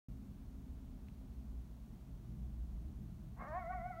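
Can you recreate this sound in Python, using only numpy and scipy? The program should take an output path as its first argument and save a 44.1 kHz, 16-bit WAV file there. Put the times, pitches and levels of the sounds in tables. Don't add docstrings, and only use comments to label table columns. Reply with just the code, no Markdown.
import sys
import numpy as np
from scipy import signal
from scipy.fft import rfft, irfft, next_fast_len
from scipy.io import wavfile
from scipy.ndimage import uniform_filter1d, map_coordinates

SR = 44100
rng = np.random.default_rng(int(sys.argv[2]) if len(sys.argv) > 2 else 0)


def unload_audio(sound):
    columns = np.transpose(np.atleast_2d(sound))
    steps = np.round(np.clip(columns, -1, 1) * 32767)
    wavfile.write(sys.argv[1], SR, steps.astype(np.int16))


N = 176400


def amp(db):
    return 10 ** (np.asarray(db) / 20)


def unit(x):
    return x / np.sqrt(np.mean(x ** 2) + 1e-20)


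def along(points, hz):
    f, v = np.transpose(points)
    return np.interp(np.log(hz + 1), np.log(f + 1), v)


def curve(rows):
    s, v = np.transpose(rows)
    return np.interp(np.arange(N) / SR, s, v)


def wobble(rate):
    return map_coordinates(rng.standard_normal(int(N * rate / SR) + 4), [np.arange(N) * rate / SR])


def filtered(x, response):
    m = next_fast_len(N + SR // 2)
    return irfft(rfft(x, m) * response(np.fft.rfftfreq(m, 1 / SR)), m)[:N]


def noise(spectrum):
    return unit(filtered(rng.standard_normal(N), lambda hz: amp(along(spectrum, hz))))


def still_air():
    # (f/Hz, relative level/dB)
    hiss_spectrum = [(220, -21), (380, -4), (500, -8), (630, -2), (800, -7), (1100, -10), (1770, -17.5),
                     (2600, -19), (4400, -21), (4900, -24), (5500, -22.5), (6900, -22.5), (7600, -26.5),
                     (8500, -24), (9700, -25), (10400, -28.5), (11300, -24), (14000, -25), (15700, -23)]
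    return amp(-71.5) * noise(hiss_spectrum)


def far_engines():
    # (f/Hz, relative level/dB)
    rumble_spectrum = [(10, -69), (22, -36), (28, -13), (36, -2.5), (54, -0.5), (72, -2), (85, -13),
                       (100, -23), (140, -41.5), (240, -82)]
    drone_early = [(70, -25), (98, -6), (122, 1.5), (145, -10.5), (164, 0), (178, -13), (192, -0.5),
                   (215, -1.5), (240, -9), (264, 2.5), (288, -18.5), (350, -17.5), (440, -24.5),
                   (520, -34.5), (900, -88)]
    drone_late = [(70, -21.5), (100, -10.5), (121, 2), (140, -8.5), (164, -2.5), (178, -5.5), (192, -5.5),
                  (225, -5), (250, -17.5), (335, -16), (365, -26), (440, -28), (520, -41), (900, -90)]
    # (t/s, level/dB)
    rumble_level = [(.1, -54), (.9, -50), (1.2, -51.5), (1.35, -52), (1.8, -55.5), (2.2, -52.5), (2.7, -49),
                    (3.1, -52), (3.6, -52.5), (3.8, -48), (4.0, -58)]
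    drone_level = [(.1, -53.5), (.6, -55), (1.1, -55), (1.8, -57), (2.35, -52), (2.6, -55), (2.9, -51.5),
                   (3.3, -53), (3.7, -56), (4.0, -56)]
    hum_level = [(0, -60.5), (.9, -58), (1.6, -51), (1.9, -59), (2.4, -54.5), (2.8, -49), (3.1, -57.5),
                 (4.0, -63)]
    late_share = curve([(1.5, 0.039), (2.2, 1)])
    drone = np.sqrt(1 - late_share) * noise(drone_early) + np.sqrt(late_share) * noise(drone_late)
    hum_hz = 59.57 * (1 + 0.0309 * wobble(rate=9.7))
    hum = np.sqrt(2) * np.sin(2 * np.pi * np.cumsum(hum_hz) / SR)
    return (amp(curve(rumble_level)) * noise(rumble_spectrum)
            + amp(curve(drone_level)) * drone
            + amp(curve(hum_level)) * hum)


def handling_ticks():
    # (t/s, peak level/dB, centre f/Hz, decay/s)
    touches = [(1.0845, -56, 2400, .0026), (1.2135, -54, 500, .002), (3.482, -69, 4800, .02)]
    out, t = np.zeros(N), np.arange(SR // 20) / SR
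    for start, db, hz, decay in touches:
        band = signal.butter(3, [hz / 2, hz * 1.5], "band", fs=SR, output="sos")
        scrape = unit(signal.sosfilt(band, rng.standard_normal(len(t))))
        push = np.sin(2 * np.pi * hz * t) * np.exp(-hz * t)
        click = (scrape / 2 + push) * np.exp(-t / decay)
        out[round(start * SR):][:len(t)] += amp(db) * click / np.abs(click).max()
    return out


def landscape(direct):
    # (delay/s, relative level/dB)
    reflections = [(.021, -13), (.047, -12.5), (.083, -25.5)]
    tail_db, t60_s, build_s = -11, .7, 0.007
    t = np.arange(SR) / SR
    tail = rng.standard_normal(SR) * amp(-60 * t / t60_s) * (1 - np.exp(-t / build_s))
    scattered = signal.fftconvolve(direct, tail / np.linalg.norm(tail))[:N]
    echoes = filtered(direct, lambda hz: sum(amp(db) * np.exp(-2j * np.pi * hz * delay)
                                             for delay, db in reflections))
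    return direct + echoes + amp(tail_db) * scattered


def coyote():
    # (t/s, f/Hz)
    howl_pitch = [(3.37, 420), (3.398, 540), (3.465, 535), (3.482, 607), (3.52, 615), (3.555, 700),
                  (3.582, 752), (3.605, 735), (3.642, 657), (3.665, 662), (3.708, 736), (3.738, 760),
                  (3.765, 728), (3.797, 665), (3.82, 672), (3.866, 738), (3.888, 748), (3.912, 735),
                  (3.94, 652), (3.96, 652), (4.0, 688)]
    # (t/s, level/dB)
    tone_level = [(3.465, -64), (3.485, -53.5), (3.525, -50.5), (3.56, -41.5), (3.6, -46), (3.64, -53.5),
                  (3.67, -47.5), (3.71, -40.5), (3.736, -56), (3.752, -45.5), (3.8, -54), (3.862, -44),
                  (3.888, -62.5), (3.909, -42.5), (3.93, -62), (3.956, -61.5), (4.0, -46)]
    overtone_level = [(3.37, -80), (3.41, -61), (3.47, -60.5), (3.51, -56.5), (3.55, -64.5), (3.6, -59),
                      (3.66, -62.5), (3.72, -56.5), (3.81, -64), (3.89, -57.5), (4.0, -64.5)]
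    doubling_level = [(3.37, -72), (3.41, -72), (3.46, -61.5), (3.49, -63.5), (3.53, -54), (3.565, -46.5),
                      (3.59, -52), (3.612, -59.5), (3.64, -80), (3.70, -73), (3.735, -47), (3.77, -79),
                      (3.86, -68), (4.0, -88)]
    rasp_level = [(3.355, -90), (3.38, -67), (3.405, -52), (3.44, -50), (3.475, -62.5), (3.51, -66),
                  (3.6, -77), (3.66, -85)]
    # (f/Hz, gain/dB)
    throat = [(900, 9.5), (1250, 0.5), (1500, -1.5), (1620, -6), (1850, -3.5), (2000, -2), (2250, -6.5),
              (2400, -25), (3000, -38), (5000, -37), (7000, -48)]
    half_throat = [(250, -24), (400, -25.5), (800, 3.5), (1100, -0.5), (1550, -4), (1750, -11), (1900, -8),
                   (2200, -16.5), (2450, -28.5), (3000, -37.5), (6000, -52)]
    rasp_throat = [(200, -17), (450, -14), (700, 14), (900, -9), (1100, 10), (1300, 1), (1450, -19),
                   (1600, -7), (1800, -2), (2120, -16), (2230, -15), (2360, -23), (3000, -31), (8000, -58)]
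    start_s, clear_s, fade_db_per_s = 3.36, 3.48, 77
    hoarse_jitter, clear_jitter, flutter_db = .014, .007, 3
    t = np.arange(N) / SR
    jitter = curve([(clear_s - .02, hoarse_jitter), (clear_s + 0.016, clear_jitter)])
    pitch = uniform_filter1d(curve(howl_pitch), size=500) * (1 + jitter * wobble(rate=520))
    phase = 2 * np.pi * np.cumsum(pitch) / SR
    partial = lambda k: np.sqrt(2) * np.sin(k * phase + rng.uniform(0, 2 * np.pi))
    tone = partial(1) * amp(curve(tone_level) - fade_db_per_s * np.maximum(clear_s - t, 0))
    overtones = sum(amp(along(throat, k * pitch) + flutter_db * wobble(rate=70)) * partial(k)
                    for k in range(2, 9))
    doubled = sum(amp(along(half_throat, (k + .5) * pitch)) * partial(k + .5) for k in range(8))
    rasp = unit(noise(rasp_throat) * (1 + .5 * np.cos(phase / 2)))
    voice = (tone + amp(curve(overtone_level)) * overtones
             + amp(curve(doubling_level)) * doubled
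             + amp(curve(rasp_level)) * rasp)
    return voice * curve([(start_s, 0), (start_s + 0.014, 1)])


def scene():
    return (landscape(coyote()) + far_engines() + still_air() + handling_ticks())[None]


def record(dry):
    open_s, top_hz = .084, 15800
    opened = curve([(open_s, 0), (open_s + .002, 1)])
    return filtered(dry[0] * opened, lambda hz: hz < top_hz)[None]


dry = scene()
out = record(dry)
unload_audio(out)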